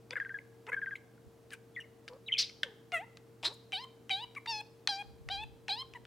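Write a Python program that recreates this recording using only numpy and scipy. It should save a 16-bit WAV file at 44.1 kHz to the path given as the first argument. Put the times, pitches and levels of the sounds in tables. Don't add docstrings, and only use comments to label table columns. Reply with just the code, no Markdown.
import sys
import numpy as np
from scipy import signal
from scipy.fft import rfft, irfft, next_fast_len
from scipy.io import wavfile
from scipy.ndimage import uniform_filter1d

SR = 44100
rng = np.random.default_rng(int(sys.argv[2]) if len(sys.argv) > 2 else 0)


def wrap_up_sound(samples):
    columns = np.atleast_2d(samples).T
    tamed = np.clip(columns, -1, 1)
    steps = np.round(tamed * 32767).astype(np.int16)
    wavfile.write(sys.argv[1], SR, steps)


def amplitude_ratio(level_db):
    exponent = np.asarray(level_db, float) / 20
    return 10 ** exponent


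N = 267598

# (time [s], pulse rate [Hz], chest level [dB])
RISING_CHIRPS = [
    [(3.727, 775, -52), (3.735, 787, -44), (3.757, 733, -50), (3.777, 821, -47.5), (3.805, 975, -50.5),
     (3.828, 1047, -52), (3.852, 1032, -47)],
    [(4.101, 772, -51), (4.109, 799, -41.5), (4.123, 755, -41.5), (4.151, 768.4, -44.5), (4.191, 831, -47),
     (4.232, 994, -50), (4.25, 967, -49)],
    [(5.688, 833, -40), (5.697, 833, -41), (5.703, 751, -40), (5.736, 846, -44.5), (5.748, 836, -47),
     (5.794, 1020, -51.5), (5.822, 1058, -47.5), (5.831, 1080, -47)],
]
# (time [s], windpipe level [dB], windpipe [Hz], mouth level [dB], mouth [Hz])
RISING_THROAT = [
    [(3.727, -43, 2620, -40, 3720), (3.733, -35, 2600, -42, 3660), (3.741, -44, 2730, -36, 3640),
     (3.773, -49, 2950, -40, 3920), (3.797, -54, 2940, -49.5, 4370), (3.827, -64, 3040, -50, 4470),
     (3.843, -37.5, 3070, -50, 4140), (3.852, -63, 3080, -66, 4150)],
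    [(4.101, -38, 2610, -54, 3800), (4.111, -33.5, 2730, -35, 3800), (4.147, -53, 2560, -38.5, 3820),
     (4.205, -55.5, 2660, -48.5, 3900), (4.241, -41.5, 2800, -45, 3700), (4.25, -54, 2930, -68, 3920)],
    [(5.688, -47, 2620, -44, 4050), (5.696, -39.5, 2540, -35.5, 4160), (5.746, -49, 3200, -41, 4020),
     (5.764, -58, 3140, -52, 4340), (5.806, -50, 3220, -41.5, 4340), (5.82, -40, 3150, -53, 4150),
     (5.831, -64, 3140, -61, 4160)],
]
# (time [s], pulse rate [Hz], chest level [dB])
HELD_CHIRPS = [
    [(4.47, 946, -45), (4.478, 906, -44.5), (4.5, 930, -40), (4.536, 861, -43.5), (4.604, 838, -45),
     (4.617, 863, -48)],
    [(4.885, 778, -43), (4.895, 832, -38.5), (4.933, 781, -40.5), (4.967, 788, -45), (5.015, 823, -43),
     (5.027, 788, -47)],
    [(5.298, 700, -44), (5.304, 753, -44), (5.328, 818, -41), (5.356, 781, -43.5), (5.434, 887, -47),
     (5.445, 831, -50)],
]
# (time [s], windpipe level [dB], windpipe [Hz], mouth level [dB], mouth [Hz])
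HELD_THROAT = [
    [(4.47, -58, 2760, -69, 4200), (4.476, -43.5, 2800, -41.5, 3890), (4.5, -44, 2840, -36.5, 4840),
     (4.53, -43, 2900, -43, 5080), (4.59, -48.5, 2550, -44.5, 4600), (4.608, -37.5, 2550, -54, 4020),
     (4.617, -45.5, 2570, -72, 3840)],
    [(4.885, -35, 3180, -44, 4180), (4.895, -46, 3120, -32, 4400), (4.907, -52, 3120, -38.5, 4560),
     (4.961, -51.5, 2370, -44, 4870), (5.005, -44, 2900, -67.5, 4460), (5.019, -43.5, 2740, -74.5, 4330),
     (5.027, -60.5, 2890, -72, 4280)],
    [(5.298, -53.5, 3070, -57, 3960), (5.304, -47, 3050, -50, 3900), (5.316, -41.5, 3000, -40, 4030),
     (5.35, -51, 2780, -40, 4100), (5.4, -48, 2770, -53.5, 3930), (5.428, -51, 2630, -47, 3400),
     (5.438, -37.5, 2640, -52, 3520), (5.445, -55, 2650, -66, 3460)],
]
# (time [s], pulse rate [Hz], chest level [dB])
DULL_CHIRP = [
    [(2.923, 706, -45.5), (2.938, 705, -36), (2.982, 628, -49.5), (3.0, 699, -43.5), (3.034, 922, -51.5),
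     (3.046, 937, -55)],
]
# (time [s], windpipe level [dB], windpipe [Hz], mouth level [dB], mouth [Hz])
DULL_THROAT = [
    [(2.923, -48, 1850, -49, 2920), (2.941, -31, 1820, -46.5, 3030), (2.977, -37.5, 1870, -51, 2980),
     (2.993, -46.5, 1940, -59, 3030), (3.046, -68, 1920, -71, 3000)],
]
# (time [s], pulse rate [Hz], chest level [dB])
MUFFLED_CHIRPS = [
    [(4.361, 1110, -76), (4.369, 1180, -45.5), (4.376, 1118, -54), (4.38, 1077, -49), (4.387, 1050, -55)],
    [(5.948, 988, -51), (5.97, 954, -51.5), (5.976, 910, -54)],
    [(6.06, 890, -70), (6.068, 834, -40)],
]
# (windpipe level [dB], windpipe [Hz], mouth level [dB], mouth [Hz], windpipe at shutting [dB])
MUFFLED_THROAT = [(-42, 2250, -73, 4400, -42), (-48, 2200, -57.5, 3270, -62), (-37.5, 3150, -36, 4200, -60)]
# (windpipe fade [dB/s], mouth fade [dB/s], windpipe follows pitch [exponent], beak air [dB])
MUFFLED_MOVES = (350, 280, 1.3, -26)
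# (time [s], pulse rate [Hz], chest level [dB])
CREAKS = [
    [(.111, 512, -54), (.128, 491, -51.5), (.135, 520, -49), (.1395, 510, -45)],
    [(.672, 480, -57), (.685, 440, -51), (.694, 506, -52.5), (.7035, 527, -49)],
]
# (time [s], windpipe level [dB], windpipe [Hz], mouth level [dB], mouth [Hz])
CREAK_THROAT = [
    [(.111, -71, 1000, -64, 3000), (.124, -64, 1000, -55, 2920), (.133, -60, 1400, -44.5, 2200),
     (.1395, -54, 1500, -47, 1900)],
    [(.672, -61, 900, -60, 2800), (.685, -49, 900, -49, 1820), (.694, -52, 990, -44.5, 2120),
     (.7035, -51, 1100, -38, 1500)],
]
# (time [s], pulse rate [Hz], effort [dB], mouth [Hz])
RASP = [(2.378, 229.4, -39.5, 3570), (2.388, 230.4, -32.5, 4560), (2.403, 227.4, -31.5, 5100),
        (2.43, 230.5, -40.5, 4380), (2.458, 227.6, -51, 4480), (2.501, 230, -60.5, 4400)]
# (chest level [dB], windpipe level [dB], windpipe [Hz], mouth level [dB], beak air [dB])
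RASP_THROAT = (-60, -13.5, 2399, 4, -19)
# (time [s], pulse rate [Hz], effort [dB])
SCRAPE = [
    [(1.506, 230, -63), (1.536, 224.6, -48), (1.556, 232, -66)],
]
# (time [s], pulse rate [Hz], effort [dB])
LEAK = [
    [(.162, 226.4, -67), (.172, 226, -60), (.184, 226.4, -70)],
    [(.725, 232, -58), (.74, 232.6, -59), (.749, 237, -60)],
    [(.957, 235, -51), (.963, 238, -59), (.976, 231.3, -71)],
]
# (time [s], pulse rate [Hz], effort [dB])
PUFF = [
    [(1.797, 228, -76), (1.802, 233, -68), (1.813, 228, -71)],
    [(3.528, 230, -73), (3.54, 233, -66), (3.553, 230, -76)],
]
# (chest level [dB], windpipe level [dB], windpipe [Hz], mouth level [dB], mouth [Hz], beak air [dB])
SCRAPE_THROAT = (-40, -1.5, 2137, -38, 3700, -9)
LEAK_THROAT = (-44, -2, 2901, -19, 4500, -11.5)
PUFF_THROAT = (-40, -40, 2000, -40, 4000, 0.5)
# (time [s], slap rate [Hz], effort [dB], mouth [Hz], mouth ring [ms])
SQUAWK = [(3.446, 302, -21.5, 3530, 0.77), (3.4519, 314, -16.5, 4000, 0.4), (3.459, 328, -20.5, 3940, 1.9),
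          (3.467, 328.7, -20.5, 3830, 2.1), (3.474, 326, -26.5, 4150, 1.8), (3.483, 337, -30, 4060, 2),
          (3.491, 350, -39, 4000, 1.4), (3.53, 520, -49.5, 3920, 1.2)]
# (time [s], peak level [dB], mouth [Hz])
SLAPS = [(3.4283, -41.5, 4300), (3.43, -28.5, 3420), (3.434, -28, 2500), (3.4352, -34, 3600),
         (3.4385, -28, 3300), (3.4394, -36, 2200), (3.4404, -35, 3600), (3.4435, -29.5, 4300)]
# (frequency [Hz], level against the effort [dB], ring time [ms])
SQUAWK_MODES = [(930, -20, 1.0), (2800, -24, 0.83), (4780, -11.5, 0.58), (6900, -13.5, 0.27)]
# (start [s], loudest [s], end [s], level [dB], pitch [Hz])
TRILL = [(0.206, 0.217, 0.23, -35, 1634), (0.255, 0.262, 0.27, -42, 1580), (.302, 0.301, .326, -41.5, 1597),
         (0.342, 0.348, .375, -36.5, 1662), (.7645, .772, .795, -36, 1620),
         (0.8175, 0.832, .846, -35, 1620), (0.867, 0.873, .895, -38, 1602),
         (0.9135, 0.929, 0.941, -38, 1618)]
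# (time [s], pitch [Hz], level [dB])
WHISTLES = [
    [(1.515, 1812, -57), (1.539, 1546, -46), (1.556, 1410, -83)],
    [(1.762, 2275, -42.5), (1.775, 1835, -39), (1.788, 1990, -44.5), (1.792, 1840, -40.5),
     (1.798, 1760, -46.5)],
    [(1.836, 2070, -70), (1.844, 2200, -55.5), (1.858, 2060, -81)],
    [(2.262, 3790, -57), (2.279, 3960, -49.5), (2.286, 2900, -36.5), (2.29, 2300, -39.5),
     (2.3, 1990, -44.5), (2.308, 2150, -53), (2.312, 2020, -41.5), (2.319, 2240, -45.5)],
    [(2.32, 3120, -35.5), (2.322, 3150, -30.5), (2.324, 3150, -33.5), (2.3275, 3177, -22),
     (2.3295, 3140, -24), (2.3335, 3150, -41)],
]
# (time [s], pitch [Hz], level [dB])
THROBBING = [
    [(2.333, 2700, -38), (2.337, 2960, -34), (2.34, 3170, -28.5), (2.346, 3050, -48.5)],
    [(2.369, 3100, -42), (2.372, 3380, -35.5), (2.378, 3460, -49)],
]
# (time [s], pitch [Hz], level [dB])
MURMURS = [
    [(2.095, 497, -53.5), (2.127, 491, -52), (2.159, 540, -57), (2.172, 560, -61)],
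    [(2.638, 616, -55), (2.668, 489, -54), (2.68, 455, -57), (2.75, 388, -68)],
]
# (time [s], pitch [Hz], level [dB])
SQUEAKS = [
    [(1.748, 3560, -70.5), (1.757, 3330, -60), (1.765, 3380, -62.5)],
    [(1.801, 2980, -51), (1.809, 2905, -49), (1.826, 2764, -55.5)],
]
# (time [s], pitch [Hz], level [dB])
CLUCK = [
    [(2.6306, 2110, -56), (2.633, 1730, -23), (2.636, 1420, -36), (2.642, 1516, -49)],
]
# (time [s], pitch [Hz], level [dB], upper tone against it [dB])
BURRS = [
    [(.1555, 1700, -30, -2), (.158, 1700, -36, -5), (.1615, 1650, -53, -9)],
    [(.1625, 1630, -38, -7), (.169, 1700, -30, -10.5), (.176, 1530, -41, -7), (.183, 1446, -41, -1),
     (.187, 1430, -50, -6)],
    [(.718, 1510, -46, 1), (.7225, 1560, -35, 0), (.7245, 1600, -42, -1)],
    [(.7255, 1635, -43, -12), (.732, 1705, -30, -6), (.7415, 1660, -38, -9), (.745, 1710, -27.5, -11.5),
     (.753, 1600, -52, -14)],
]
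# (time [s], pitch [Hz], level [dB])
BURR_HUM = [
    [(.163, 510, -65), (.174, 496, -51.5), (.186, 477, -60)],
    [(.726, 514, -56), (.738, 473, -49), (.75, 510, -65)],
    [(3.47, 326, -54), (3.5, 448, -54), (3.537, 662, -65)],
]
# (time [s], peak level [dB], ring [Hz], ring time [ms])
RINGING_POPS = [(0.2007, -25.5, 1810, 3.7), (0.2493, -35, 1840, 2.6), (0.2934, -37, 1860, 5.4),
                (.388, -36.5, 2100, 3.6), (0.816, -38, 1830, 3.2), (0.8604, -35, 1920, 5),
                (0.9093, -37.5, 1850, 3.6), (0.955, -34, 2185, 4.9), (1.178, -60.5, 1510, 6.3),
                (2.348, -32.5, 2530, 4.8), (2.354, -33, 2490, 4.2), (2.361, -38.5, 2480, 8.4)]
# (time [s], peak level [dB], ring [Hz], crack against the ring [dB])
CRACKING_POPS = [(1.505, -55.5, 4380, 11.5), (1.523, -48, 3030, 2), (1.534, -45, 3020, -4),
                 (1.5397, -53.5, 2760, 9), (2.0849, -45.5, 4730, 5.5), (2.134, -61, 4350, 7.5),
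                 (2.4966, -43.5, 2200, -5), (2.6321, -34.5, 3200, 8)]
# (time [s], peak level [dB], ring [Hz], ring time [ms])
SNAPS = [(0.106, -42, 2350, 0.29), (0.1083, -29.5, 2370, 1.6), (0.1081, -31, 4850, 0.63),
         (0.6673, -40.5, 2860, 0.65), (0.6687, -36.5, 1720, 0.34), (2.0796, -28.5, 2440, 0.32),
         (2.0813, -36, 2300, 0.27), (2.9207, -31, 2000, 0.47), (2.9212, -36, 2520, 0.99),
         (2.9199, -31.5, 2240, 0.99), (3.1716, -36, 4170, 0.29), (3.7216, -30, 2900, 1.1),
         (4.0949, -28.5, 2950, 1.5), (4.0957, -35, 1700, .8), (4.3504, -32, 2480, 0.14),
         (4.4596, -31.5, 2090, 0.48), (4.462, -31.5, 2040, 0.76), (4.4625, -35, 2130, 0.41),
         (4.8735, -18.5, 3850, 0.38), (4.8744, -13, 4160, 0.95), (4.8755, -22, 1900, 1.03),
         (5.2881, -28, 2200, 0.89), (5.2896, -29, 1900, 0.5), (5.6812, -30.5, 2540, 0.83),
         (5.6834, -24.5, 2640, 0.89), (5.9373, -35.5, 2600, 0.74), (6.0524, -37.5, 3000, 0.28)]
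# (frequency [Hz], level [dB])
BEAK_AIR = [(4300, -23), (5500, -6.5), (6400, -1.5), (8600, 1), (11000, -5), (13000, -11.5), (16000, -12)]
# (frequency [Hz], level [dB])
CRACK = [(500, -48), (1300, 6), (3000, 0.5), (5400, -6), (6500, -14), (9000, -18), (16000, -36)]
# (frequency [Hz], level [dB])
WALLS = [(300, -16), (1000, 2.5), (2000, 0), (4500, -1), (7000, 0), (16000, -10)]
# (frequency [Hz], density [dB per Hz])
AIR = [(20, -49), (49, -16.5), (92, -11), (115, -9), (320, -7), (620, -16), (2050, -29.5), (16000, -40)]
# (frequency [Hz], density [dB per Hz])
AIR_SIDE = [(20, -34), (127, -4), (354, -6), (451, -9), (700, -14), (3250, -28.5), (12500, -35),
            (16000, -50)]
# (frequency [Hz], centre level [dB], side level [dB], wander [Hz])
HUM = [
    (119.8, -65, -99, 0.48),
    (459.1, -63.5, -76.5, 0.37),
]
# (time [s], level [dB])
GRIP = [
    [(1.24, -80), (1.274, -59), (1.31, -79)],
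    [(4.98, -89), (5.07, -65.5), (5.352, -55), (5.56, -66.5), (5.644, -73.5), (6.068, -71.5)],
]
# (centre [Hz], width [Hz], level [dB])
GRIP_BANDS = [
    (62, 34, -1.5),
    (131.5, 32, 6),
]


def on_log(hz, points):
    f, db = np.transpose(points)
    return amplitude_ratio(np.interp(np.log(np.maximum(hz, 1)), np.log(f), db))


def colour(x, points):
    size = next_fast_len(x.shape[-1])
    gain = on_log(np.fft.rfftfreq(size, 1 / SR), points)
    y = irfft(rfft(x, size) * gain, size)[..., :x.shape[-1]]
    return y / np.sqrt(np.mean(y ** 2))


def band(x, order, hz, kind):
    return signal.sosfilt(signal.butter(order, hz, kind, fs=SR, output="sos"), x)


def walk(rate_hz, size):
    k = max(int(SR / rate_hz), 1)
    steps = np.repeat(rng.standard_normal(size // k + 1), k)[:size]
    return np.sqrt(2) * uniform_filter1d(uniform_filter1d(steps, k), k)


def unfold(note, edge_s):
    s, *columns = np.transpose(note)
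    t = np.arange(int(s[0] * SR), min(int(s[-1] * SR), N)) / SR
    edge = np.clip(np.minimum(t - s[0], s[-1] - t) / edge_s, 0, 1)
    return int(s[0] * SR), np.sin(np.pi / 2 * edge) ** 2, [np.interp(t, s, c) for c in columns]


def unit(gain):
    return gain / np.sqrt(np.sum(np.abs(gain) ** 2, axis=0) / 2)


def resonance(hz, centre_hz, width_hz):
    ring = 1 / (1 + 1j * (hz ** 2 - centre_hz ** 2) / (hz * width_hz)) ** 2
    return unit(ring / (1 + (hz / (centre_hz + 0.59 * width_hz)) ** 10))


def buzz(notes, width_hz, jitter, rough, breath, hiss, waver_db=2.0):
    out = np.zeros(N)
    for note in notes:
        i, edge, (hz, chest_db, pipe_db, pipe_hz, mouth_db, mouth_hz, air_db) = unfold(note, 0.002)
        size = len(hz)
        phase = 2 * np.pi * np.cumsum(hz * (1 + jitter * walk(hz.mean() / 2, size))) / SR
        k = np.arange(2, 16000 // hz.min() + 1)[:, None]
        f = k * hz
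        pipe = amplitude_ratio(pipe_db) * resonance(f, pipe_hz, width_hz)
        mouth = amplitude_ratio(mouth_db) * resonance(f, mouth_hz, 1.205 * width_hz)
        air = amplitude_ratio(air_db) * unit(on_log(f, BEAK_AIR) * (f < 16500))
        uneven = 1 + rough * walk(hz.mean(), size)
        smear = np.array([walk(hz.mean(), size) + 1j * walk(hz.mean(), size) for _ in k])
        start = 0.22 * np.exp(-np.arange(size) / (0.015 * SR))
        share = breath + start + hiss * np.clip((f - 5000) / 3000, 0, 1) ** 2
        waver = amplitude_ratio(waver_db * np.array([walk(36.2, size) for _ in k]))
        gain = (pipe - mouth + air) * waver
        gain = gain * (1 + share * smear) / np.sqrt(1 + 2 * share ** 2)
        chest = np.cos(phase) + amplitude_ratio(-10.5) * waver[0] * np.sin(2 * phase)
        upper = uneven * np.real(np.sum(gain * np.exp(1j * k * phase), axis=0))
        out[i:i + size] += edge * (upper + amplitude_ratio(chest_db) * np.sqrt(2) * chest)
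    return out


def moving_throat(curves, throats, air_db):
    notes = []
    for curve, throat in zip(curves, throats):
        when, hz, chest_db = np.transpose(curve)
        at, *tract = np.transpose(throat)
        s = np.linspace(when[0], when[-1], num=80)
        pipe, pipe_hz, mouth, mouth_hz = (np.interp(s, at, c) for c in tract)
        air = np.maximum(pipe, mouth) + air_db
        hz, chest = np.interp(s, when, hz), np.interp(s, when, chest_db)
        notes.append(np.transpose([s, hz, chest, pipe, pipe_hz, mouth, mouth_hz, air]))
    return notes


def closing_beak(curves, throats, moves):
    opens_s, opens_db = 0.011, -8
    shuts_s, shuts_db, swell_db_s = 0.011, -25, 451
    pipe_fade, mouth_fade, follow, air_db = moves
    notes = []
    for curve, (pipe_db, pipe_hz, mouth_db, mouth_hz, shut_db) in zip(curves, throats):
        when, hz, chest_db = np.transpose(curve)
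        s = np.linspace(when[0], when[-1], num=80)
        hz, chest = np.interp(s, when, hz), np.interp(s, when, chest_db)
        age, left = s - s[0] - opens_s, s[-1] - s - shuts_s
        opening = opens_db * np.maximum(-age, 0) / opens_s
        shutting = shuts_db * np.maximum(-left, 0) / shuts_s
        pipe = np.maximum(pipe_db - pipe_fade * abs(age), shut_db - swell_db_s * abs(left))
        mouth = mouth_db + opening - mouth_fade * np.maximum(age, 0) + shutting
        air = np.maximum(mouth, pipe_db + opening - pipe_fade * np.maximum(age, 0)) + air_db
        pipe_hz = pipe_hz * (hz / hz[0]) ** follow
        notes.append(np.transpose([s, hz, chest, pipe, pipe_hz, mouth, mouth_hz + 0 * s, air]))
    return notes


def chirps():
    held = moving_throat(HELD_CHIRPS, HELD_THROAT, -25.5)
    rising = moving_throat(RISING_CHIRPS, RISING_THROAT, -25.5)
    muffled = closing_beak(MUFFLED_CHIRPS, MUFFLED_THROAT, MUFFLED_MOVES)
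    dull = moving_throat(DULL_CHIRP, DULL_THROAT, -23.5)
    out = buzz(held, 1350, jitter=0.003, rough=0.07, breath=0.08, hiss=1, waver_db=2)
    out += buzz(rising, 1150, jitter=0.004, rough=0.1, breath=0.09, hiss=2.2, waver_db=2.5)
    out += buzz(muffled, 700, jitter=0.012, rough=0.15, breath=0.1, hiss=2.2, waver_db=2.2)
    return out + buzz(dull, 1350, jitter=0.004, rough=0.06, breath=0.08, hiss=4, waver_db=1)


def effort_notes(curves, throat):
    chest_db, pipe_db, pipe_hz, mouth_db, mouth_hz, air_db = throat
    notes = []
    for s, hz, db in map(np.transpose, curves):
        air = db + air_db + 0.25 * (db - db.max())
        notes.append(np.transpose([s, hz, db + chest_db, db + pipe_db, pipe_hz + 0 * s,
                                   db + mouth_db, mouth_hz + 0 * s, air]))
    return notes


def creaks_and_rasps():
    creaks = moving_throat(CREAKS, CREAK_THROAT, -23)
    rasp = np.array(RASP)
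    rasp = effort_notes([rasp[:, :3]], (*RASP_THROAT[:4], rasp[:, 3], RASP_THROAT[4]))
    leaks = effort_notes(LEAK, LEAK_THROAT) + effort_notes(SCRAPE, SCRAPE_THROAT)
    leaks += effort_notes(PUFF, PUFF_THROAT)
    out = buzz(creaks, 1300, jitter=0.03, rough=0.2, breath=0.22, hiss=0.9)
    out += buzz(rasp, 1900, jitter=0.04, rough=0.08, breath=1.1, hiss=0.9, waver_db=1)
    return out + buzz(leaks, 2000, jitter=0.04, rough=0.2, breath=1.1, hiss=0.9)


def squawk():
    s, rate_hz, *rest = np.transpose(SQUAWK)
    t = np.arange(s[0], s[-1], 1 / SR)
    cycle = np.floor(np.cumsum(np.interp(t, s, rate_hz)) / SR)
    at = t[np.flatnonzero(np.diff(cycle, prepend=-1))]
    effort, mouth_hz, ring_ms = (np.interp(at, s, c) for c in rest)
    low = 0.66 * (max(rest[0]) - effort)
    rows = [(*row, 0.63, 16) for row in SLAPS]
    rows += list(zip(at, effort, mouth_hz, ring_ms, low))
    out, t = np.zeros(N), np.arange(1024) / SR
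    puffs = colour(rng.standard_normal((len(rows), 1024)), CRACK)
    scatter = rng.standard_normal((len(rows), 7))
    shut = np.exp(-(t / 0.0028) ** 4)

    def ring(hz, ms):
        return np.sin(2 * np.pi * hz * t) * np.exp(-t * 1000 / ms) * shut

    for (when, db, hz, ms, low_db), puff, luck in zip(rows, puffs, scatter):
        slap = ring(hz * (1 + 0.02 * luck[0]), ms) + amplitude_ratio(-18) * puff * np.exp(-t / 0.0015)
        for (f, mode_db, mode_ms), c in zip(SQUAWK_MODES, luck[3:]):
            slap += amplitude_ratio(mode_db + low_db * (f < 1500) + 2 * c) * ring(f * (1 + 0.03 * c), mode_ms)
        i = int((when + 0.0001 * luck[1]) * SR)
        out[i:i + len(t)] += amplitude_ratio(db + luck[2]) * slap * (1 - np.exp(-t / 0.000061))
    return band(out, 2, 500, "high")


def whistle(notes, throb, throb_hz, rough, second_db):
    out = np.zeros(N)
    for note in notes:
        i, edge, (hz, db) = unfold(note, 0.0016)
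        size = len(hz)
        beat = np.cumsum(throb_hz * (1 + 0.14 * walk(80, size))) / SR
        sag = 1 - 0.032 * throb * (beat % 1 - 0.5)
        phase = 2 * np.pi * np.cumsum(hz * sag * (1 + 0.011 * walk(340, size))) / SR
        swell = 1 - throb * np.cos(2 * np.pi * beat) + rough * walk(1500, size)
        over = amplitude_ratio(second_db) * (np.sin(2 * phase) + 0.17 * np.sin(3 * phase))
        over = over * (1 + 4 * rough * walk(800, size))
        out[i:i + size] += edge * amplitude_ratio(db) * np.sqrt(2) * swell * (np.sin(phase) + over)
    return out


def trill():
    hold_s, slope_db_s, sag_hz_s = 0.0011, 385, 2000
    notes = []
    for start, loudest, end, top_db, hz in TRILL:
        s = np.linspace(start, end, num=40)
        db = top_db - slope_db_s * np.maximum(abs(s - loudest) - hold_s, 0)
        notes.append(np.transpose([s, hz - sag_hz_s * (s - loudest), db]))
    return whistle(notes, 0.12, 110, 0.05, -33)


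def burrs():
    beat_hz, under_db = 487, -26.5
    notes = []
    for s, hz, db, up_db in map(np.transpose, BURRS):
        notes.append(np.transpose([s, hz, db]))
        notes.append(np.transpose([s, hz + beat_hz, db + up_db]))
        notes.append(np.transpose([s, hz - beat_hz, db + under_db]))
    return whistle(notes, 0.05, 250, 0.08, -40)


def whistles():
    out = trill() + burrs()
    out += whistle(WHISTLES, 0.15, 140, 0.1, -40)
    out += whistle(THROBBING, 0.6, 170, 0.15, -36)
    out += whistle(MURMURS + BURR_HUM, 0.13, 56, 0.24, -13.5)
    out += whistle(SQUEAKS, 0.39, 140, 0.2, -23.5)
    return out + band(whistle(CLUCK, 0.05, 140, 0.09, -2), 3, 1600, "high")


def pops():
    rows = [(*row, -26) for row in RINGING_POPS]
    rows += [(s, db, hz, 3.2, crack_db) for s, db, hz, crack_db in CRACKING_POPS]
    out, t = np.zeros(N + 2048), np.arange(2048) / SR
    cracks = colour(rng.standard_normal((len(rows), 2048)), CRACK)
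    rise = 1 - np.exp(-t / 0.00028)
    for (s, db, hz, ring_ms, crack_db), noise in zip(rows, cracks):
        ring = np.sin(2 * np.pi * hz * t * (1.05 - 12 * t)) * np.exp(-(t * 1000 / ring_ms) ** 3.3)
        noise = band(noise, 2, 0.55 * hz, "high")
        crack = amplitude_ratio(crack_db) * noise * (np.exp(-t / 0.0013) + 0.23 * np.exp(-t / 0.0094))
        out[int(s * SR):int(s * SR) + 2048] += amplitude_ratio(db) * rise * (ring + crack)
    return out[:N]


def snaps():
    out, t = np.zeros(N + 2048), np.arange(2048) / SR
    puffs = colour(rng.standard_normal((len(SNAPS), 2048)), CRACK)
    edge = amplitude_ratio(-28.5) * np.sin(2 * np.pi * 8500 * t) * np.exp(-t / 0.000058)
    for (s, db, hz, ring_ms), noise in zip(SNAPS, puffs):
        fade = np.exp(-t * 1000 / ring_ms)
        upper_hz = min(2.008 * hz, 5530)
        upper = amplitude_ratio(-10.5) * fade * np.sin(2 * np.pi * upper_hz * t)
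        ring = fade * (np.sin(2 * np.pi * hz * t) + upper)
        air = amplitude_ratio(-16.5) * noise * np.exp(-t / 0.0042)
        out[int(s * SR):int(s * SR) + 2048] += amplitude_ratio(db) * (ring + edge + air)
    return band(out[:N], 2, (700, 9000), "band")


def at_ports(bird):
    pan_db = 1.5
    wires = rng.standard_normal(1200) * np.exp(-np.arange(1200) / 250)
    treble = band(bird, 2, (6500, 10900), "band")
    treble = treble + amplitude_ratio(-9.5) * band(bird, 2, (2200, 6500), "band")
    scatter = amplitude_ratio(-5) * signal.fftconvolve(treble, wires / np.linalg.norm(wires))[:N]
    return bird * amplitude_ratio(np.array([[0.5], [-0.5]]) * pan_db) + scatter * np.array([[1], [-1]])


def walls(x):
    gap_s, level_db, side_db = 0.0011, -18, -7
    t = np.arange(SR) / SR
    far = 1000. ** (-t / 0.56)
    near = amplitude_ratio(8) * 1000. ** (-t / 0.07)
    mid, side = colour(rng.standard_normal((2, SR)), WALLS) * (t > gap_s) * (far + near)
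    scale = amplitude_ratio(level_db) / np.sqrt(np.sum(mid ** 2))
    side = side * amplitude_ratio(side_db)
    return np.array([signal.fftconvolve(x, scale * tail)[:N] for tail in (mid + side, mid - side)])


def grip():
    s, db = np.transpose(sum(GRIP, []))
    n = np.arange(N)
    held = np.any([(n > g[0][0] * SR) & (n < g[-1][0] * SR) for g in GRIP], axis=0)
    level = uniform_filter1d(held * amplitude_ratio(np.interp(n / SR, s, db)), size=600)
    bands = []
    for hz, width_hz, band_db in GRIP_BANDS:
        b, a = signal.iirpeak(hz, hz / width_hz, fs=SR)
        rumble = signal.lfilter(b, a, signal.lfilter(b, a, rng.standard_normal(N)))
        bands.append(amplitude_ratio(band_db) * level * rumble / np.std(rumble))
    return np.array([bands[0] + bands[1], bands[0] - bands[1]])


def room_tone():
    mid = amplitude_ratio(-62.5) * colour(rng.standard_normal(N), AIR)
    side = amplitude_ratio(-71) * colour(rng.standard_normal(N), AIR_SIDE)
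    for hz, mid_db, side_db, wander_hz in HUM:
        phase = 2 * np.pi * np.cumsum(hz + wander_hz * walk(2.886, N)) / SR
        mid = mid + amplitude_ratio(mid_db + 1.2 * walk(6, N)) * np.sqrt(2) * np.sin(phase)
        side = side + amplitude_ratio(side_db + 1.2 * walk(6, N)) * np.sqrt(2) * np.sin(phase + 0.45)
    return np.array([mid + side, mid - side])


def scene():
    bird = chirps() + creaks_and_rasps() + squawk() + whistles() + pops() + snaps()
    return at_ports(bird) + walls(bird) + grip() + room_tone()


def roll_off(x):
    return signal.sosfilt(signal.butter(12, 16490, fs=SR, output="sos"), x)


def record(dry):
    top_cut = signal.ellip(8, 0.2, 60, 15900, fs=SR, output="sos")
    mix = signal.sosfilt(top_cut, dry)
    return roll_off(mix)


dry = scene()
out = record(dry)
wrap_up_sound(out)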